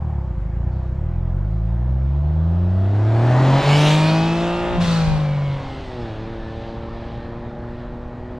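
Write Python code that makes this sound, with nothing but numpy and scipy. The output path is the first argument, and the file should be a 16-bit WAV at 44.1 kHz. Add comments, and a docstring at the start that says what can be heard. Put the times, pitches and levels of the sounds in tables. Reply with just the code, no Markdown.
"""Small turbo car passing in a car park

A turbocharged three-cylinder car pulls away across an empty car park and passes close to a stereo
microphone. The engine bogs as the clutch bites, booms up through first gear, blows off its boost at
the shift and drones away in second. Its firing rate drives the exhaust boom, the pipe rasp and a
belt whine; behind them are tyre roar, rushing gas, a cooling fan and a light breeze on the capsules."""
import sys
import numpy as np
from scipy import signal
from scipy.fft import rfft, irfft
from scipy.io import wavfile
from scipy.ndimage import uniform_filter1d, map_coordinates

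SR = 44100
rng = np.random.default_rng(int(sys.argv[2]) if len(sys.argv) > 2 else 0)


def to_wav(s):
    """Save 16-bit WAV."""
    ch = np.atleast_2d(s).T  # columns
    pcm = np.round(np.clip(ch, -1, 1) * 32767)  # PCM
    wavfile.write(sys.argv[1], SR, pcm.astype(np.int16))


N = 369999
TIME = np.arange(N) / SR
ABREAST_S = 3.507  # the car is level with the microphone
THROTTLE_SHUT_S, THROTTLE_OPEN_S = 4.765, 5.85

# Firing rate: the bog at launch, the climb through first gear, the shift, second gear (t/s, f/Hz)
FIRING_RATE = [(0.0, 40.1), (0.11, 36.7), (0.21, 33.84), (0.42, 24.8), (0.77, 32.94), (0.91, 30.33),
               (1.1, 42.6), (1.31, 42.93), (1.49, 53.57), (1.7, 55.03), (1.89, 63.95), (2.03, 65.8),
               (2.22, 72.93), (2.85, 96.8), (3.15, 113), (3.43, 131.3), (3.74, 146.1), (4.46, 172.2),
               (4.74, 177), (5.3, 146.7), (5.51, 139.6), (5.7, 135.6), (5.81, 131.8), (5.97, 122.2),
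               (6.14, 107.1), (6.31, 113.8), (6.45, 111.2), (6.58, 113.4), (8.39, 122.7)]
# Stereo width at the microphone, greatest just after the pass (t/s, level/dB)
STEREO_WIDTH = [(2.7, -55), (3.1, -3), (3.9, 4.5), (4.5, 8), (5.15, 14), (5.55, -6.5), (6.0, -27)]

# Noise spectra (f/Hz, level/dB)
WIND_SPECTRUM = [(10, -25), (25, -3), (45, 0), (140, -6), (350, -27), (800, -60)]
TYRE_SPECTRUM = [(60, -19), (170, -4), (300, -3), (440, -6), (800, -3.5), (1300, -11.5), (1800, -16.5),
                 (4000, -38)]
GAS_RUSH_SPECTRUM = [(700, -30), (1400, -4), (2000, -2), (2600, -.5), (3200, 0), (4100, -2), (4700, -7.5),
                     (6000, -18), (9000, -45)]
GAS_HISS_SPECTRUM = [(3000, -33.5), (4900, 0.5), (7500, -4.5), (9700, -17), (11500, -46.5)]
GAS_FIZZ_SPECTRUM = [(7000, -22), (9500, -2), (12500, -10.5), (15500, -21)]
BAY_RATTLE_SPECTRUM = [(640, -16.5), (770, 0.5), (980, -5.5), (1300, -18)]
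BLOW_OFF_SPECTRUM = [(800, -19.5), (1300, -0.5), (2300, -10.5), (3400, -7), (3950, -6), (4500, -9),
                     (9000, -26), (11000, -37), (15000, -36.5)]
# Tones of the cooling fan (f/Hz, level/dB)
FAN_TONES = [(352, -47.5), (528, -51.5)]
# Sound scattered between left and right (f/Hz, level/dB)
SCATTER_SPECTRUM = [(100, -32), (450, -25), (2800, -19.5), (6500, -13.5), (12000, -9)]
# Resonances from the front, then of the tailpipe: driven, coasting, far off (f/Hz, level/dB)
FRONT_RESPONSE = [(100, -13.5), (290, 8.5), (355, 9.5), (430, -0.5), (580, 1), (660, 11), (715, 0.5),
                  (800, 0.5), (1000, -9), (1400, -14.5), (3000, -20)]
PIPE_DRIVEN = [(105, 0), (225, 8), (290, -2.5), (350, -7), (435, 6.5), (495, -7), (530, 6.5), (632, 7.5),
               (690, 3.5), (725, -3.5), (820, 7), (865, -2.5), (935, 6), (975, 2.5), (1005, -5),
               (1180, -1.5), (1500, -9), (4000, -16.5)]
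PIPE_COASTING = [(100, -11.5), (200, 9.5), (300, 0), (420, 1), (490, 6.5), (565, 12), (640, -5.5), (705, 5),
                 (820, 6), (870, -7.5), (935, 2), (1080, 5), (1180, -5.5), (1700, -7.5), (4000, -21)]
PIPE_DISTANT = [(110, 2), (340, 9.5), (460, 3), (585, 5), (655, 2), (690, -9.5), (770, -4), (812, 2.5),
                (850, -3), (930, -12), (1200, -20), (3000, -29.5)]
# Exhaust gain for the firing rate, its octave and harmonics 3 to 8 (f/Hz, level/dB)
FUNDAMENTAL_RESPONSE = [(24, -25.5), (33, -16), (43, -6), (55, -4), (150, -2), (165, -2), (172, -5),
                        (178, -12.5)]
OCTAVE_RESPONSE = [(50, 1.5), (110, -2), (165, 1), (188, -2.5), (211, -15.5), (240, -5.5), (350, -0.5)]
MUFFLER_RESPONSE = [(20, -38), (60, -23), (95, -26), (165, -31.5), (195, -40.5), (225, -54.5), (300, -71.5)]

# Brief swells and dips (t/s, half-width/s, level/dB)
WAKE_GUSTS = [(4.82, 0.1, 6.5), (5.11, 0.077, 9.5)]
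DISTANT_DIP = [(8.1, 0.18, -1.5)]  # tyres and gas, far off
DISTANT_TREBLE_SWELLS = [(5.85, 0.7, 5), (6.63, 0.14, 5), (7.08, 0.22, 6.5), (7.5, 0.046, 1),
                         (7.8, 0.053, 4)]
TAIL_GAS_SWELL = [(3.9, 0.05, 2)]  # the tail swings past the microphone
WHINE_SWELLS = [(3.73, 0.08, 5), (4.28, 0.09, 3), (4.71, 0.12, -8), (5.8, 0.08, 5), (6.05, 0.13, -8)]
RASP_SWELLS = [(2.8, .7, 3), (3.18, 0.11, 3), (3.5, 0.12, -2.5), (5.05, 0.4, 6)]
FUNDAMENTAL_DIPS = [(0.54, 0.065, -8.5), (3.63, 0.033, -13.5), (4.86, 0.014, -8.5)]
OCTAVE_SWELLS = [(0.1, 0.11, 1), (3.32, 0.045, -12), (3.66, 0.06, -12.5), (5.7, 0.13, 9)]
STALL_KNOCK = [(0.665, 0.019, 4)]  # the engine almost stalls and catches

# Short ringing bursts from the tailpipe at close range (t/s, half-width/s, f/Hz, level/dB)
PIPE_CHUFFS = [(3.74, 0.04, 2950, -31), (3.885, 0.04, 2810, -32), (4.09, 0.016, 4100, -31)]
# Puffs of vented air, the second as the throttle shuts (t/s, hold/s, level/dB, low-pass f/Hz)
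VENT_PUFFS = [(0.706, 0.06, -63.5, 5038), (4.796, 0.14, -30, 15000)]

# How each part carries to the microphone as the car goes by
# (base level/dB, loudest point past the microphone/m, reach/m, loss per doubling/dB coming, going)
TYRE_PASS = (-22.5, -0.58, 2.5, 19, 4.6)
RUSH_PASS = (-26.5, 3, 3, 18, 8.5)
HISS_PASS = (-35.5, 3, 2, 18, 4.5)
LOW_WHINE_PASS = (-40, 0, 3, 12, 4.8)
HIGH_WHINE_PASS = (-33, 4.5, 7, 14, 9.5)
RASP_PASS = (-23, 2, 4.5, 15, 4.5)
OCTAVE_PASS = (-24, -1, 17, 1, 5)
FUNDAMENTAL_PASS = (-11.5, 1.5, 6, 4, 9.5)


def amp(db):
    return 10 ** (np.asarray(db) / 20)


def unit(x):
    return x / np.sqrt(np.mean(x ** 2) + 1e-20)


def together(a_db, b_db):
    """Level in dB of two sounds heard at once."""
    return 20 * np.log10(np.hypot(amp(a_db), amp(b_db)))


def curve(rows):
    """A (time, value) table at every sample."""
    return np.interp(TIME, *np.transpose(rows))


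def bell(at_s, half_s):
    return np.exp(-((TIME - at_s) / half_s) ** 2)


def swells(rows):
    """Smooth rises or dips in dB."""
    return sum(db * bell(at_s, half_s) for at_s, half_s, db in rows)


def response(points, hz):
    """Gain of a spectrum at the given frequencies, falling steeply above its last point."""
    f, db = np.transpose(points)
    return amp(np.interp(np.log(hz + 1), np.log(f), db)) / np.maximum(hz / f[-1], 1) ** 5


def colour(x, points):
    """Filters a sound by a spectrum."""
    return irfft(rfft(x) * response(points, np.fft.rfftfreq(N, 1 / SR)), N)


def drift(hz):
    """Smooth random wander of rms 1 that changes about hz times a second."""
    knots = rng.standard_normal(4096)
    coarse = map_coordinates(knots, [TIME[::64] * hz + 4], order=3, mode="wrap")
    return np.interp(TIME, TIME[::64], unit(coarse))


def noise(points, patchy_db):
    """Turbulent noise of a given spectrum, with patches that swell and fade."""
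    hz = np.fft.rfftfreq(2048, 1 / SR)
    real, imag, patches = rng.standard_normal((3, N // 512 + 5, len(hz)))
    patches = unit(uniform_filter1d(uniform_filter1d(patches, size=8, axis=0), size=16, axis=1))
    frames = (real + 1j * imag) * response(points, hz) * amp(patchy_db * patches)
    return unit(signal.istft(frames.T, nperseg=2048, noverlap=1536)[1][:N])


def pulsing(firings, depth):
    """A gain that swells once per firing."""
    return 1 + depth * np.cos(2 * np.pi * firings)


def travel(hz, metres_per_firing=0.067, clutch_s=2.2):
    """Metres past the microphone: as the clutch bites, speed follows the highest revs so far."""
    speed = metres_per_firing * np.maximum.accumulate(hz) * np.minimum(TIME / clutch_s, 1)
    metres = np.cumsum(speed) / SR
    return metres - np.interp(ABREAST_S, TIME, metres)


def passing(metres, peak_db, loudest_m, reach_m, coming_db, going_db):
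    """Level falls with each doubling of distance, differently ahead of the car and behind it."""
    doublings = np.log2(np.hypot(1, (metres - loudest_m) / reach_m))
    return peak_db - doublings * np.where(metres < loudest_m, coming_db, going_db)


def throttle_shut(closing_s=0.022, opening_s=0.15):
    """1 while the driver lifts off for the shift, 0 under power."""
    closed = np.clip((TIME - THROTTLE_SHUT_S) / closing_s, 0, 1)
    return closed * np.clip(1 - (TIME - THROTTLE_OPEN_S) / opening_s, 0, 1)


def breeze(base_db=-35.5, wake_db=2, wake_rise_s=1.4):
    """Lumpy wind on the microphone; gusts from the car's wake strike each side differently."""
    mid = noise(WIND_SPECTRUM, patchy_db=0.5)
    side = amp(curve(STEREO_WIDTH) - 14) * noise(WIND_SPECTRUM, patchy_db=4.5)
    wake = np.clip((TIME - ABREAST_S) / wake_rise_s, 0, 1)
    return amp(base_db + wake_db * wake + swells(WAKE_GUSTS)) * np.array([mid + side, mid - side])


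def tyre_roar(metres, traffic_db=-44.5):
    """The tyres rise out of the car park's steady traffic background and sink back."""
    level_db = together(passing(metres, *TYRE_PASS), traffic_db) + swells(DISTANT_DIP)
    return amp(level_db) * noise(TYRE_SPECTRUM, patchy_db=1.5)


def ground_echo(x, closest_m=2.8, speed_m_per_s=11, abreast_s=3.6, strength=0.35):
    """The bounce off the asphalt lags less as the car leaves, so its comb of peaks sweeps upward."""
    past_m = speed_m_per_s * (TIME - abreast_s)
    distance_m = np.hypot(closest_m, past_m)
    late_s = 0.449 / distance_m / 343  # extra path over the speed of sound
    tail_in_view = np.clip(past_m / 2, 0, 1)  # until then the body hides the bounce
    share = strength * closest_m / distance_m * tail_in_view
    echo = map_coordinates(x, [np.arange(N) - late_s * SR], order=3, mode="nearest")
    return (x + share * echo) / np.sqrt(1 + share ** 2)


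def gas_rush(firings, metres, air_db_per_m=0.67, background_db=-75):
    """Gas rushes and hisses with each firing, joined by tread hiss; distance thins the treble."""
    rush = noise(GAS_RUSH_SPECTRUM, patchy_db=1.5)
    hiss = noise(GAS_HISS_SPECTRUM, patchy_db=1.5)
    fizz = noise(GAS_FIZZ_SPECTRUM, patchy_db=1.5)
    swell_db = swells(DISTANT_TREBLE_SWELLS) + swells(TAIL_GAS_SWELL) + swells(DISTANT_DIP)
    rush_db = passing(metres, *RUSH_PASS) + swell_db
    tread_db = passing(metres, *TYRE_PASS) - 27.5
    hiss_db = together(passing(metres, *HISS_PASS), tread_db) - air_db_per_m * np.maximum(metres, 0)
    hiss_db = together(hiss_db + swell_db, background_db)
    fizz_db = hiss_db - 13 + 0.2 * (hiss_db - hiss_db.max())  # the air swallows the fizz first
    gas = ground_echo(amp(rush_db) * rush + amp(hiss_db) * hiss) + amp(fizz_db) * fizz
    return pulsing(firings, depth=0.083) * gas


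def cooling_fan(gone_s=3.6, pitch_rise=0.012):
    """The fan hums, creeping up in pitch, while the car faces the microphone."""
    clock = np.cumsum(1 + pitch_rise * (TIME / gone_s) ** 2 + 0.0024 * drift(11)) / SR
    hum = sum(amp(db + 0.37 * drift(1.3)) * np.sin(2 * np.pi * hz * clock) for hz, db in FAN_TONES)
    return np.sqrt(2) * hum * np.clip((gone_s - TIME) / 0.074, 0, 1)


def bay_rattle(firings, level_db=-44.5):
    """Each firing rattles the engine bay as the engine starts to bog."""
    rattle = noise(BAY_RATTLE_SPECTRUM, patchy_db=2) * pulsing(firings, depth=0.5)
    return amp(level_db) * bell(at_s=0.09, half_s=0.2) * rattle


def belt_whine(firings, metres, hidden_db=-15, tail_s=3.63):
    """A belt-driven part sings two notes a firing rate apart; the upper opens up behind the car."""
    def note(level_db, cycles):
        return amp(level_db + 2.4 * drift(16)) * np.sin(2 * np.pi * cycles)

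    cycles_per_firing = np.interp(TIME, [4.3, 5.1, 6.3], [15.52, 15.62, 15.67])
    blur = (0.04 + 0.0012 * abs(metres)) * drift(40)
    cycles = np.cumsum(cycles_per_firing * np.gradient(firings)) + blur
    hidden = (1 - np.tanh((TIME - tail_s) / 0.03)) / 2
    upper_db = passing(metres, *HIGH_WHINE_PASS) + swells(WHINE_SWELLS) + hidden_db * hidden
    return note(upper_db, cycles) + note(passing(metres, *LOW_WHINE_PASS), cycles - firings)


def tailpipe_chuffs(firings):
    """Gas pulses ring narrow resonances of the tailpipe as it swings past the microphone."""
    rings = np.zeros(N)
    for at_s, half_s, hz, db in PIPE_CHUFFS:
        resonance = [(hz / 2, -40), (0.87 * hz, -18), (hz, 0), (1.15 * hz, -18)]
        rings += amp(db) * bell(at_s, half_s) * noise(resonance, patchy_db=4)
    return pulsing(firings, depth=0.5) * rings


def blow_off(rise_s=0.02, fade_db_per_s=55):
    """Boost air vents, holds, and dies away as the pressure runs out; the weak puff is duller."""
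    vent = np.zeros(N)
    jet = noise(BLOW_OFF_SPECTRUM, patchy_db=1)
    for start_s, hold_s, level_db, top_hz in VENT_PUFFS:
        age = TIME - start_s
        fade_db = fade_db_per_s * np.maximum(age - hold_s, 0)
        vent += np.clip(age / rise_s, 0, 1) * amp(level_db - fade_db) * colour(jet, [(top_hz, 0)])
    return vent


def engine_rasp(firings, hz, metres, shut, shut_db=-5, behind_s=3.52, far_s=5.68):
    """Clatter from the front, tailpipe from behind: partials ring as they sweep through resonances."""
    partials, power = np.zeros(N), np.zeros(N)
    # the firing grows ragged at the top of the revs under power
    ragged = firings + (0.004 + 0.014 * (1 - shut) * (hz / hz.max()) ** 12) * drift(60)
    clock, rate, closed = TIME[::64], hz[::64], shut[::64]
    behind = (1 + np.tanh((clock - behind_s) / 0.097)) / 2
    far = (1 + np.tanh((clock - far_s) / 0.076)) / 2
    imbalance = amp(-6.5) * (rate / hz.max()) ** 2
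    for k in range(2, 66):
        if k in (3, 6):  # the firing rate and its octave belong to the boom
            continue
        order = k / 3
        front = response(FRONT_RESPONSE, order * rate)
        driven = response(PIPE_DRIVEN, order * rate)
        coasting = response(PIPE_COASTING, order * rate)
        distant = response(PIPE_DISTANT, order * rate)
        if order % 1:  # unequal cylinders put two weaker partials between harmonics
            front *= amp(-5)
            driven *= imbalance
            distant *= imbalance
            if k not in (4, 11):  # these two stay strong and make the overrun burble
                coasting *= amp(-7)
        rear = (1 - far) * ((1 - closed) * driven + closed * coasting) + far * distant
        gain = np.interp(TIME, clock, (1 - behind) * front + behind * rear)
        fading = amp(2.2 * np.clip(drift(7), -3, 1.5))  # the paths to the microphone change
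        partials += gain * fading * np.cos(2 * np.pi * (order * ragged + rng.random()))
        power += gain ** 2 / 2
    level_db = passing(metres, *RASP_PASS) + shut_db * shut + swells(RASP_SWELLS)
    return amp(level_db) * partials / np.sqrt(uniform_filter1d(power, size=8192))


def boom_levels(hz, metres, shut, shut_db=-14.5, unloaded_db=-22.5, load_up_s=0.5):
    """Firing rate and octave sweep the exhaust's resonances; on the overrun the lower booms on."""
    tone = response(FUNDAMENTAL_RESPONSE, np.minimum(hz, FUNDAMENTAL_RESPONSE[-1][0]))
    driven_db = passing(metres, *FUNDAMENTAL_PASS) + 20 * np.log10(tone) + shut_db * shut
    driven_db += unloaded_db * np.exp(-TIME / load_up_s)  # weak until the clutch bites
    coast_s = np.maximum(TIME - THROTTLE_SHUT_S, 0)
    fade_db = 7 * coast_s + 99 * np.maximum(coast_s - 0.75, 0)  # a slow sag, then a quick fade
    overrun_db = -16 - fade_db + 20 * np.log10(shut + 1e-9)
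    fundamental_db = together(driven_db, overrun_db) + swells(FUNDAMENTAL_DIPS)
    octave_db = passing(metres, *OCTAVE_PASS) + 20 * np.log10(response(OCTAVE_RESPONSE, 2 * hz))
    return fundamental_db, octave_db + shut_db * shut + swells(OCTAVE_SWELLS)


def exhaust_boom(firings, hz, metres, shut, reference_hz=45, imbalance=0.24):
    """The muffler passes only the lowest harmonics of the firing; a lugging engine fires unevenly."""
    lugging = (hz.min() / hz) ** 3
    chance = np.interp(firings, np.arange(2048), rng.standard_normal(2048))
    stumble = chance * (0.025 + 0.28 * lugging)
    uneven = firings + 0.14 * stumble  # a strong firing comes early, a weak one late
    # slow firings ring on in the muffler, each with a different shape
    smear = 0.012 - 0.025 * np.sqrt(lugging) * np.exp(-TIME ** 2)

    def harmonic(k):
        cycles = k * uneven - smear * k * k + 0.02 * k * lugging * drift(25)
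        return -np.sqrt(2) * np.cos(2 * np.pi * cycles)

    # one cylinder is stronger than the others, which throbs at high revs
    throb = pulsing(firings / 3, depth=imbalance * (hz / hz.max()) ** 2)
    fundamental_db, octave_db = boom_levels(hz, metres, shut)
    boom = amp(fundamental_db) * throb * harmonic(1) + amp(octave_db) * harmonic(2)
    knock = sum(response(MUFFLER_RESPONSE, k * hz) * harmonic(k) for k in range(3, 9))
    boom += amp(swells(STALL_KNOCK)) * hz / reference_hz * knock
    return boom * (1 + stumble)


def stereo_pass(x, max_lag_s=22e-6, centre_s=3.84, scatter_s=0.03):
    """Close to the microphone the car crosses the image and its sound scatters between the sides."""
    width = amp(curve(STEREO_WIDTH))
    phase = np.angle(rfft(rng.standard_normal(N) * np.exp(-TIME / scatter_s)))
    scattered = colour(irfft(rfft(x) * np.exp(1j * phase), N), SCATTER_SPECTRUM)
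    side = amp(-3) * width * scattered
    lag_s = max_lag_s * np.tanh((TIME - centre_s) / 0.26) * np.minimum(width, 1)
    left = map_coordinates(x, [np.arange(N) - lag_s * SR / 2], order=3, mode="nearest")
    right = map_coordinates(x, [np.arange(N) + lag_s * SR / 2], order=3, mode="nearest")
    return np.array([left + side, right - side])


def scene():
    """The firing rate drives the engine and moves the car; distance to the microphone sets levels."""
    hz = curve(FIRING_RATE)
    firings = np.cumsum(hz) / SR  # running count
    metres, shut = travel(hz), throttle_shut()
    car = exhaust_boom(firings, hz, metres, shut) + engine_rasp(firings, hz, metres, shut)
    car += belt_whine(firings, metres) + cooling_fan() + bay_rattle(firings) + tailpipe_chuffs(firings)
    car += tyre_roar(metres) + gas_rush(firings, metres) + blow_off()
    return stereo_pass(car) + breeze()


def record(dry, ease_s=0.008, top_hz=15650):
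    """Soft ends and a steep cut of the highest treble."""
    from_end_s = np.minimum(TIME, TIME[::-1])
    eased = dry * np.sin(np.pi / 2 * np.minimum(from_end_s / ease_s, 1)) ** 2
    low_pass = signal.firwin(511, top_hz, window=("kaiser", 9), fs=SR)
    return signal.oaconvolve(eased, low_pass[None], "same")


dry = scene()
out = record(dry)
to_wav(out)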